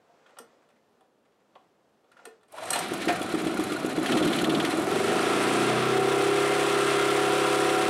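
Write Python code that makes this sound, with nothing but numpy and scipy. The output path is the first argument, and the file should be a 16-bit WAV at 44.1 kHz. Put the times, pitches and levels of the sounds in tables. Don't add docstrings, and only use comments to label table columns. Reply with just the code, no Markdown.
import sys
import numpy as np
from scipy import signal
from scipy.fft import rfft, irfft, next_fast_len
from scipy.io import wavfile
from scipy.ndimage import uniform_filter1d, minimum_filter1d, map_coordinates

SR = 44100
rng = np.random.default_rng(int(sys.argv[2]) if len(sys.argv) > 2 else 0)


def how_loud(loudness_db):
    steps = np.asarray(loudness_db, float) / 20
    return 10 ** steps


def waveform_to_disk(signal):
    frames = np.transpose(np.atleast_2d(signal))
    scaled = np.clip(frames, -1, 1) * 32767
    samples = np.round(scaled).astype(np.int16)
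    wavfile.write(sys.argv[1], SR, samples)


N = 347949
TIME = np.arange(N) / SR

# time_s, four-stroke cycles_per_s
SPEED = [(2.5, 6.0), (2.916, 12.07), (3.305, 16.07), (3.818, 15.6), (3.992, 14.39), (4.242, 20.89),
         (4.303, 17.02), (4.78, 21.44), (4.869, 21.65), (5.157, 26.91), (5.318, 29.07), (5.848, 32.06),
         (6.259, 33.37), (6.637, 33.91), (6.784, 33.36), (7.064, 33.76), (7.89, 34.08)]
FIRST_FIRE_S = 2.916
EVERY_CYCLE, RUNS_SMOOTH = 18, 32
STARVED = [23]
# time_s, peak_db
CHARGE = [(2.92, -19.5), (3.07, -12), (3.21, -22.5), (3.34, -11.5), (3.59, -11.5), (3.72, -20.5),
          (3.85, -16), (3.98, -11), (4.1, -16), (4.19, -11.5), (4.27, -11), (4.33, -22), (4.45, -11),
          (4.57, -16.5), (4.66, -20), (4.76, -16.5)]
# time_s, level_db
LOAD = [(4.8, -30.5), (4.9, -27), (5.05, -26.5), (5.3, -29), (5.8, -32.5), (5.97, -22.5), (6.45, -28),
        (7.89, -26.5)]
# time_s, level_db
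EFFORT = [(2.47, -71), (2.59, -47), (2.77, -38), (2.89, -41.5), (3.07, -41.5), (3.4, -41.5), (3.98, -41),
          (4.14, -34.5), (4.25, -38), (4.82, -37.5), (5.26, -32.5), (5.5, -31.5), (6.0, -34), (6.6, -32),
          (7.89, -32)]
# cycles_per_s, rumble_db, casing_db, fan_db (all three over the effort), drone_db
BY_SPEED = [(7, -12, 2, -5.5, -60), (11.7, 2.5, 1, -10, -60), (15, 5.5, 4.5, -9, -61),
            (19.9, 10, 6.5, -7.5, -36), (23.5, 5, 4, -8, -28.5), (27.2, 2.5, 4.5, -8, -33.5),
            (30.1, -8, 2, -8, -30), (31.7, -6, 3, -5, -25.5), (33.3, -5, 1.5, -8, -32.5),
            (35.16, -26, -1, -5.5, -36.5)]
# pitch_hz, width_hz, level_db
COLD_SILENCER = [(100, 50, -22), (198, 18, -5), (262, 16, 1), (315, 9, 11.5), (338, 9, 7), (368, 16, 0),
                 (408, 24, -6), (320, 200, -24), (690, 50, -20)]
# pitch_hz, width_hz, level_db
WARM_SILENCER = [(303.7, 19, -1), (339.3, 35, 1.5), (404.4, 40.4, 6), (497.6, 77, -9.5), (748.3, 13.8, -2),
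                 (980, 5.3, -26), (1341, 30, -10.5)]
# pitch_hz, delay_s (negative is early)
BAFFLE = [(220, -.011), (480, -.002), (800, -.005)]
# pitch_hz, inner_width_hz, outer_width_hz
DEAD_NOTES = [(441, 6, 50), (256, 6, 16)]
# order, speeding_up_db, settled_db
DRONE = [(2, -8, -8), (3, -17, -6), (4, -3, 1), (5, -5, -8), (6, -20, -8), (7, -3, -9), (8, -22, -13),
         (9, -4, -26), (10, -9, -28), (11, -7, -30), (12, -16, -30), (13, -20, -40), (14, -5, -5),
         (15, -24, -1), (16, -30, -7)]
SETTLES = [30.5, 33.4]
# pitch_hz, width_hz, level_db
KNOCK = [(504, 11, -9), (690, 46, -25), (981, 8.1, 6.5), (1084, 31, 5), (1200, 13, 4.5), (1220, 27, 6),
         (1350, 70, 0), (1390, 21, 5), (1610, 16, 4.5), (2087, 8.3, 7), (2210, 26, -18), (2590, 23, -1.5),
         (2746, 26, -1), (3350, 32, -8)]
# pitch_hz, width_hz, level_db
FLUTTER = [(1347, 22, 2.5), (1420, 57, -3), (3370, 590, -14)]
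# pitch_hz, width_hz, level_db
CASING = [(680, 8.4, -45), (1005, 15, -3.5), (1390, 16, -41), (1623, 18, 0), (2090, 26, 1),
          (2370, 440, 5.5), (3440, 49, -8)]
# pitch_hz, width_hz, level_db
IDLING = [(1454, 8, 9), (2385, 33, 6), (4010, 63, 1.5), (8800, 130, -65), (11500, 370, -5)]
# pitch_hz, width_hz, level_db
FINS = [(8600, 220, -9.5), (9000, 48, -5)]
# pitch_hz, level_db_per_hz
RUMBLE = [(15, -69), (40, -45), (90, -18), (174, -5), (263, -3), (311, -1), (370, -4), (414, -4.5),
          (453, -27), (550, -22), (720, -23), (1210, -120)]
# pitch_hz, level_db_per_hz
MIDDLE = [(90, -62), (260, -9.5), (450, -3), (560, -3), (746, 1.5), (845, -10), (1340, -4), (2000, -42),
          (2600, -24.5), (4400, -120)]
# pitch_hz, level_db_per_hz
UPPER = [(300, -72), (1000, -14.5), (1700, 1.5), (2100, 0), (2280, 1), (2620, -2.5), (3350, -3.5),
         (5000, -11.5), (6500, -17.5), (11000, -120)]
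# pitch_hz, level_db_per_hz
FAN = [(500, -60), (1500, -23), (2650, 0), (4500, -2), (4900, -8), (5590, 3.5), (6470, 0), (7230, 4),
       (8930, 6.5), (10400, 2), (12800, -11.5), (15100, -17), (15900, -33)]
# time_s, peak_db, bright_edge_db
RATTLES = [(4.0627, -22.5, -13), (4.122, -19.5, -15), (4.1767, -22.5, -8.5), (4.227, -23, -24),
           (4.279, -24.5, -13), (4.332, -22, -16), (4.389, -18.5, -32), (4.4436, -20.5, -15),
           (4.4984, -21, -22), (4.5496, -22, -26), (4.6029, -22, -16), (4.652, -23.5, -10),
           (4.709, -31, -3)]
# pitch_hz, width_hz, level_db
PANEL = [(1850, 250, -6), (2700, 250, -3), (3150, 250, 0), (3500, 250, -1), (4200, 400, -8),
         (8000, 4000, -26)]
# pitch_hz, width_hz, level_db
EDGE = [(1820, 260, 12), (7100, 3800, -10), (10600, 2100, -8)]
# pitch_hz, width_hz, level_db
TAPPET = [(4170, 210, -28), (6930, 700, -3.5), (10740, 430, -0.5), (13000, 2000, -14)]
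# pitch_hz, width_hz, level_db
COVER = [(1430, 45, 0), (4150, 220, -15)]
# late_cycles, peak_db, low_knock_db, bright_snap_db
VALVE_CLATTER = [
    (0.069, -22, -7, -14.5),
    (1.168, -30.5, 2.5, -26),
]
# pitch_hz, level_db_per_hz
ROCKING = [(20, -24), (60, -8), (110, 8), (170, -26), (300, -92)]
# time_s, peak_db, low_knock_db, bright_snap_db
CLICKS = [(0.1002, -110.5, 28.5, -22), (0.1915, -78, 5, -20), (0.261, -47.5, -11, -39),
          (0.3045, -51, 0, -21), (0.3686, -42, 1, -31), (0.386, -33, -4.5, -8), (0.688, -55, 4, -17),
          (1.0073, -57, 10, -12), (1.254, -64, 6, -22), (1.3215, -66, 0, -19), (1.553, -48, 10, -33),
          (1.7804, -80, 5, -19), (2.0418, -62, 7, -21), (2.116, -50, -12, -13), (2.168, -48, -5, -28),
          (2.191, -50, 3, -35), (2.2525, -35.5, 0, -6), (2.4094, -58, -7, -19), (2.4309, -52, -3, -15)]
# time_s, peak_db, low_knock_db, bright_snap_db
CLATTER = [(2.4824, -61, 5, -3), (2.5245, -47, 9, -3), (2.5827, -28.5, 0, -24), (2.6338, -31, 3, -16),
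           (2.655, -38.5, -18, 0.5), (2.704, -22, 1, 0.5), (2.7302, -14.5, -7.5, -3),
           (2.7583, -24, -17, -7), (2.7894, -22.5, -5, -4), (2.8588, -26.5, -7, -27), (2.9344, -24, 2, -12)]
# time_s, peak_db, low_knock_db, bright_snap_db
HANDLE = [(3.085, -8.5, -5, -35)]
# pitch_hz, level_db, time_to_fall_60_db_s
STEEL = [(1200, -1, 0.065), (1370, 11, 0.023), (1776, -3.5, 0.073), (2140, -19, 0.074), (2450, -7.5, 0.1),
         (2905, -1, 0.042), (3390, 0, 0.04), (3700, -15, 0.059)]
# pitch_hz, level_db, time_to_fall_60_db_s
PAWL = [(5700, -14, .03), (7300, -10, .02), (8420, 0, .03), (9100, -6, .025), (10300, -12, .03)]
# pitch_hz, level_db, time_to_fall_60_db_s
TANK = [(520, -12, 0.05), (600, -1, 0.06), (750, 0, 0.09), (957, -7, 0.046)]
# time_s, peak_db, pitch_hz
THUDS = [(.097, -60, 700), (.401, -57, 258), (1.56, -67, 680), (2.267, -54, 402), (2.271, -59.5, 270),
         (2.622, -37.5, 680), (2.755, -29, 706), (2.537, -44.5, 650), (2.803, -30.5, 738),
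         (3.087, -24, 690)]
# ratio_to_pitch, level_db, time_to_fall_60_db_s
DULL_BODY = [(1, -4.5, 0.072), (1.3, -17, 0.068)]
# time_s, peak_db, pitch_hz, time_to_fall_60_db_s
PINGS = [(.261, -52, 1430, 0.065), (.262, -58, 3200, 0.053), (0.387, -55, 3230, 0.084),
         (.388, -62, 12150, .12), (.400, -41, 467, 0.062), (1.5535, -60, 3500, 0.037),
         (1.5535, -59, 3050, 0.045), (1.5535, -60, 2640, .04), (2.254, -57, 13170, .07),
         (2.254, -59, 3270, 0.072), (0.387, -39, 1405, 0.043), (1.554, -57, 1400, 0.065),
         (2.116, -58, 1390, 0.11), (2.118, -71, 2000, .12), (2.168, -51, 1410, .06),
         (2.191, -48, 1400, 0.067), (2.2535, -43, 1450, 0.043), (2.2535, -51, 2659, 0.054),
         (2.2535, -51, 4145, 0.066), (2.266, -42, 446, 0.14), (2.576, -37, 985, 0.14),
         (2.7285, -23, 1740, 0.053), (2.7336, -23, 4160, 0.061), (2.7302, -30, 2500, 0.092),
         (2.707, -34, 4160, 0.074)]
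# time_s, peak_db
SCRAPES = [(2.735, -32), (2.765, -39), (2.8, -41), (3.08, -23), (3.1, -28), (3.125, -38), (3.155, -33),
           (.262, -60), (.29, -61), (.62, -67), (.70, -64), (.76, -67), (1.25, -69), (1.32, -74),
           (1.4, -69), (1.555, -64), (2.12, -62), (2.17, -58), (2.195, -64)]
# pitch_hz, width_hz, level_db
GRIT = [(700, 250, -20), (1500, 600, 2.5), (2500, 840, 0.5), (3480, 850, -6), (7840, 3200, -16)]
# time_s, peak_db
TICKS = [(2.5205, -44), (2.5645, -48), (2.6345, -46), (2.687, -50), (2.797, -34), (2.839, -42),
         (2.8835, -36), (2.911, -40), (2.965, -49)]
# pitch_hz, width_hz, level_db
TOOTH = [(8400, 550, -2), (9250, 400, 0), (10800, 900, 0), (14000, 3000, -11)]
# time_s, peak_db
SQUEAK = [(5.85, -52)]
# pitch_hz, width_hz, level_db
SOLE = [(14000, 1800, 0)]
# time_s, width_s, level_db
RUSTLE = [(.33, 0.35, -62.5), (1.58, 0.26, -72), (2.25, 0.14, -60.5)]
# pitch_hz, level_db_per_hz
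SLEEVE = [(40, -70), (150, -26), (500, 2.5), (800, -3), (1500, -9), (3500, -19.5), (8000, -26),
          (14000, -70)]
# pitch_hz, level_db_per_hz
YARD = [(15, -25), (40, -20), (141, -9), (229, -3), (284, -4), (487, -2.5), (792, -9), (1320, -14),
        (2270, -22.5), (2460, -22), (2670, -22), (8520, -32.5), (15900, -40)]
# pitch_hz, time_to_fall_60_db_s
BARN = [(200, 0.44), (1000, 0.28), (4000, 0.2), (12000, 0.14)]
# pitch_hz, side_minus_mid_db
APART = [(30, -12), (60, -30), (110, -47), (200, -54), (380, -37), (700, -34), (1290, -31.5), (2380, -26.5),
         (4400, -22.5), (8120, -19), (15000, -12)]


def unit(x):
    return x / np.sqrt(np.mean(x ** 2) + 1e-20)


def along(points, hz):
    f, v = np.transpose(points)
    return np.interp(np.log(hz + 1), np.log(f + 1), v)


def curves(rows):
    s, *cols = np.transpose(rows)
    return [np.interp(TIME, s, c) for c in cols]


def by_speed():
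    rate, *cols = np.transpose(BY_SPEED)
    speed = curves(SPEED)[0]
    return [np.interp(speed, rate, c) for c in cols]


def wobble(rate):
    coarse = TIME[::64]
    knots = rng.standard_normal(int(N * rate / SR) + 4)
    return np.interp(TIME, coarse, map_coordinates(knots, [coarse * rate]))


def swell(s, width):
    return np.exp(-((TIME - s) / width) ** 2)


def ramp(start_s, length_s):
    return np.clip((TIME - start_s) / length_s, 0, 1)


def filtered(x, response):
    m = next_fast_len(N + SR // 2)
    return irfft(rfft(x, m) * response(np.fft.rfftfreq(m, 1 / SR)), m)[..., :N]


def resonances(modes, flip=-1):
    def response(f):
        total = 0
        for k, (c, w, db) in enumerate(modes):
            total = total + flip ** k * how_loud(db) * 1j * f * w / (c * c - f * f + 1j * f * w)
        return total
    return response


def noise(spectrum):
    return unit(filtered(rng.standard_normal(N), lambda hz: how_loud(along(spectrum, hz))))


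def bursts(rows, modes, rise, gain_db):
    envelope = np.zeros(N + SR)
    u = np.arange(SR // 10) / SR / rise
    for s, db in rows:
        envelope[round(s * SR):][:len(u)] += how_loud(db + gain_db) * u * np.exp(1 - u)
    return envelope[:N] * unit(filtered(rng.standard_normal(N), resonances(modes)))


def ring(modes, t, crack, crack_s=0.056, wander=0, after_db=-60):
    draw = rng.standard_normal((len(modes), 2))
    drift = np.zeros((len(modes), 1))
    if wander:
        drift = wander * np.cumsum(rng.standard_normal((len(modes), len(t))), 1)
    tone = 0
    for (hz, db, t60), (a, b), d in zip(modes, draw, drift):
        phase = 2 * np.pi * hz * (1 + .012 * b) * t + d
        tone = tone + how_loud(db + 3 * a - 60 * t / t60) * np.sin(phase)
    pitches = [m[0] for m in modes]
    edges = [.75 * min(pitches), 1.2 * max(pitches)]
    band = signal.butter(4, edges, "bandpass", fs=SR, output="sos")
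    fade = how_loud(-60 * t / crack_s) + how_loud(after_db - 60 * t / .2)
    blow = tone + crack * fade * unit(signal.sosfilt(band, rng.standard_normal(len(t))))
    return blow / abs(blow).max()


def crank():
    cycles = np.cumsum(curves(SPEED)[0]) / SR
    return cycles - np.interp(FIRST_FIRE_S, TIME, cycles)


def smooth_burns(cycles, lag=0):
    new_cycle = np.diff(np.floor(cycles - lag)) > 0
    return np.flatnonzero(new_cycle & (cycles[1:] > RUNS_SMOOTH - .1))


def chugs(cycles):
    k = np.arange(RUNS_SMOOTH)
    missed = (k < EVERY_CYCLE) & (k % 2 == 1)
    s = np.interp(k + .165 * missed, cycles, TIME)
    db = np.interp(s, *np.transpose(CHARGE)) - 16 * missed - 31 * np.isin(k, STARVED)
    push = np.zeros(N)
    port_opens = s - .0015
    push[np.round(port_opens * SR).astype(int)] = how_loud(db + 40.0)

    def silencer(f):
        dull = 1 + (1j * f / 420) + (1j * f / 560) ** 2
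        sweep_s = .00413
        sweep = np.exp(-1j * np.pi * sweep_s * f * f / 400)
        no_bass = (1j * f / (60 + 1j * f)) ** 2
        return resonances(COLD_SILENCER, flip=1)(f) / dull * sweep * no_bass
    return filtered(push, silencer)


def baffled(x):
    return filtered(x, lambda f: np.exp(-2j * np.pi * np.cumsum(along(BAFFLE, f)) * f[1]))


def cancelled(f):
    dips = [(c * c - f * f + 1j * f * inner) / (c * c - f * f + 1j * f * outer)
            for c, inner, outer in DEAD_NOTES]
    return np.prod(dips, 0)


def exhaust(cycles):
    start_s = LOAD[0][0]
    warm = 1 - .5 * np.exp(-np.maximum(TIME - start_s, 0) / .067)
    warm = np.clip(warm, 0, 1)
    push = np.zeros(N)
    for lag, size in ((0, 1), (.5, .12)):
        at = smooth_burns(cycles, lag)
        draw = rng.standard_normal((len(at), 2))
        late = np.round(2.5 * draw[:, 0]).astype(int)
        push[np.clip(at + late, 0, N - 1)] += size * how_loud(0.7 * draw[:, 1])
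    push = baffled(push)

    def warm_outlet(f):
        little_bass = np.sqrt(1 + (257 / (f + 1)) ** 10)
        return resonances(WARM_SILENCER)(f) * cancelled(f) / little_bass
    fast = unit(filtered(push, warm_outlet))
    slow = unit(filtered(push, resonances(COLD_SILENCER)))
    scale = np.sqrt(np.mean(TIME > start_s))
    return how_loud(curves(LOAD)[0] + 2.5) * scale * (warm * fast + (1 - warm) * slow)


def drone(cycles):
    settled = np.interp(curves(SPEED)[0], SETTLES, [0, 1])
    orders = 0
    for k, rising, level in DRONE:
        db = rising + settled * (level - rising) + 1.2 * wobble(3)
        orders = orders + how_loud(db) * np.sin(2 * np.pi * (k * cycles + rng.random()))
    orders = filtered(orders, lambda f: (1j * f / (130 + 1j * f)) ** 3)
    return how_loud(by_speed()[3] - 4.0) * unit(orders) * ramp(4.4, 0.7)


def knock(cycles):
    push = np.zeros(N)
    at = smooth_burns(cycles)
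    push[at] = how_loud(1.6 * rng.standard_normal(len(at)))
    raps = unit(filtered(push, resonances(KNOCK)))
    return how_loud(curves(EFFORT)[0] - 6) * raps * ramp(4.8, 0.92)


def flutter(cycles):
    beats = np.arange(2 * RUNS_SMOOTH, 2 * int(cycles[-1])) / 2 + 0.29
    rows = [(s, -33.5 + 4 * rng.normal()) for s in np.interp(beats, cycles, TIME)]
    return bursts(rows, FLUTTER, rise=0.0051, gain_db=-6.5) * ramp(4.6, 1.5)


def works(cycles):
    frame_db = curves(EFFORT)[0]
    low_db, mid_db, fan_db = frame_db + by_speed()[:3]
    fan_db = fan_db - 6 * swell(5.82, .16)
    caught = ramp(4.7, .5)

    def throb(depth_db, lag):
        return how_loud(depth_db * np.cos(2 * np.pi * (cycles - lag)))

    def grain(depth_db, rate):
        return how_loud(depth_db * wobble(rate))

    def cased(x, running=0):
        fast = running * caught * filtered(x, resonances(CASING))
        return unit(x + fast + (1 - caught) * filtered(x, resonances(IDLING)))

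    chatter = how_loud(1.64 * (1.42 - caught) * wobble(35))
    low_db = low_db - 5 * ramp(4.55, .2)
    low = how_loud(low_db) * unit(grain(1.8, 25) * noise(RUMBLE))
    casing = throb(0.57, 0.92) * grain(0.47, 60) * cased(noise(MIDDLE), running=3.94)
    frame = chatter * throb(0.12, 1.0) * grain(0.3, 120) * cased(noise(UPPER), running=0.11)
    air = noise(FAN)
    air = air + 0.61 * caught * filtered(air, resonances(FINS))
    fan = chatter * throb(0.044, 1.0) * grain(0.83, 90) * cased(air)
    total = low + how_loud(mid_db) * unit(casing) + how_loud(frame_db) * unit(frame) + how_loud(fan_db) * unit(fan)
    return ramp(EFFORT[0][0], 0.048) * total


def panel():
    buzz = [(s - .004, db) for s, db, _ in RATTLES]
    rim = [(s - .004, db + edge_db) for s, db, edge_db in RATTLES]
    return bursts(buzz, PANEL, rise=0.0055, gain_db=-8.5) + bursts(rim, EDGE, rise=0.0022, gain_db=4.5)


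def tappets(cycles):
    times = np.interp(np.arange(0, 2 * RUNS_SMOOTH + 5) / 2 + .24, cycles, TIME)
    rows = [(s, -41.5 + 3 * rng.normal()) for s in times]
    return bursts(rows, TAPPET, rise=0.0035, gain_db=-4.0)


def rocker_cover(cycles):
    times = np.interp(np.arange(RUNS_SMOOTH) - .36, cycles, TIME)
    rows = [(s, -31 + rng.normal(0, 1.8)) for s in times]
    return bursts(rows, COVER, rise=.008, gain_db=-8.0)


def valve_clatter(cycles):
    rows = []
    for k in range(2, EVERY_CYCLE, 2):
        for late, db, low_db, high_db in VALVE_CLATTER:
            if k + late > 3:
                s = np.interp(k + late, cycles, TIME)
                rows.append((s, db + rng.normal(0, 1.8), low_db, high_db))
    return rows


def rocking():
    return how_loud(-53.5) * swell(3.32, 0.75) * ramp(EFFORT[0][0], 0.2) * noise(ROCKING)


def strikes(rows, soft):
    out, t = np.zeros(N + SR), np.arange(SR // 4) / SR
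    for s, db, low_db, high_db in rows:
        tank = ring(TANK, t, crack=1.04) * (1 - np.exp(-t / 0.015))
        frame = ring(STEEL, t, crack=1.0)
        snap = ring(PAWL, t, crack=0.54, crack_s=.034, wander=.12, after_db=-25)
        blow = frame + how_loud(low_db + 4.0) * tank + how_loud(high_db + 6.5) * snap
        out[round(s * SR):][:len(t)] += how_loud(db + 3.0) * blow * (1 - np.exp(-t / soft))
    return out[:N]


def thuds():
    out, t = np.zeros(N), np.arange(SR // 8) / SR
    for s, db, hz in THUDS:
        modes = [(hz * ratio, level, t60) for ratio, level, t60 in DULL_BODY]
        blow = ring(modes, t, crack=0.23) * (1 - np.exp(-t / 0.0041))
        out[round(s * SR):][:len(t)] += how_loud(db + 13.0) * blow
    return out


def pings():
    out, t = np.zeros(N), np.arange(SR // 5) / SR
    for s, db, hz, t60 in PINGS:
        note = np.sin(2 * np.pi * hz * t) * (1 - np.exp(-t / 0.00064))
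        out[round(s * SR):][:len(t)] += how_loud(db - 60 * t / t60) * note
    return out


def handling(cycles):
    hits = strikes(CLICKS, soft=0.0013) + strikes(CLATTER, soft=0.001)
    hits = hits + strikes(valve_clatter(cycles), soft=0.0021) + strikes(HANDLE, soft=0.0095)
    hits = hits + pings() + thuds()
    hits = hits + bursts(SCRAPES, GRIT, rise=0.0054, gain_db=-3)
    hits = hits + bursts(TICKS, TOOTH, rise=0.0013, gain_db=-7.5)
    return hits + bursts(SQUEAK, SOLE, rise=.008, gain_db=-2)


def rustle():
    level = sum(how_loud(db) * swell(s, width) for s, width, db in RUSTLE)
    return level * how_loud(0.67 * wobble(30.8)) * noise(SLEEVE)


def yard():
    return how_loud(-67.5 + 0.79 * wobble(6.26)) * noise(YARD)


def barn(x):
    hz, t, z = signal.stft(rng.standard_normal(SR // 2), SR, nperseg=256)
    fade = how_loud(-60 * t / along(BARN, hz)[:, None])
    tail = signal.istft(z * fade, SR, nperseg=256)[1]
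    delayed = np.pad(x, (500, 0))
    return signal.fftconvolve(delayed, tail / np.linalg.norm(tail))[:N]


def scene():
    cycles = crank()
    puffs = chugs(cycles)
    engine = exhaust(cycles) + drone(cycles)
    hits = handling(cycles)
    mid = puffs + how_loud(-17) * barn(puffs)
    engine_echo = barn(filtered(engine, lambda f: 1 / (1 + (280 / (f + 1)) ** 8)))
    mid = mid + engine + how_loud(-19) * engine_echo
    mid = mid + knock(cycles) + flutter(cycles) + works(cycles)
    mid = mid + panel() + tappets(cycles) + rocker_cover(cycles) + rocking()
    mid = mid + hits + how_loud(-9.0) * barn(hits)
    mid = mid + rustle() + yard()
    side = filtered(barn(mid), lambda hz: how_loud(along(APART, hz))) + how_loud(-59) * mid
    return np.array([mid + side, mid - side])


def low_pass(x):
    return signal.sosfilt(signal.butter(12, 16010, fs=SR, output="sos"), x)


def record(dry):
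    x = filtered(dry, lambda f: (1j * f / (45 + 1j * f)) ** 2 * (f < 15800))
    need = np.minimum(1, .185 / (abs(x).max(0) + 1e-9))
    gain = uniform_filter1d(minimum_filter1d(need, size=181), size=91)
    return low_pass(x * gain)


dry = scene()
out = record(dry)
waveform_to_disk(out)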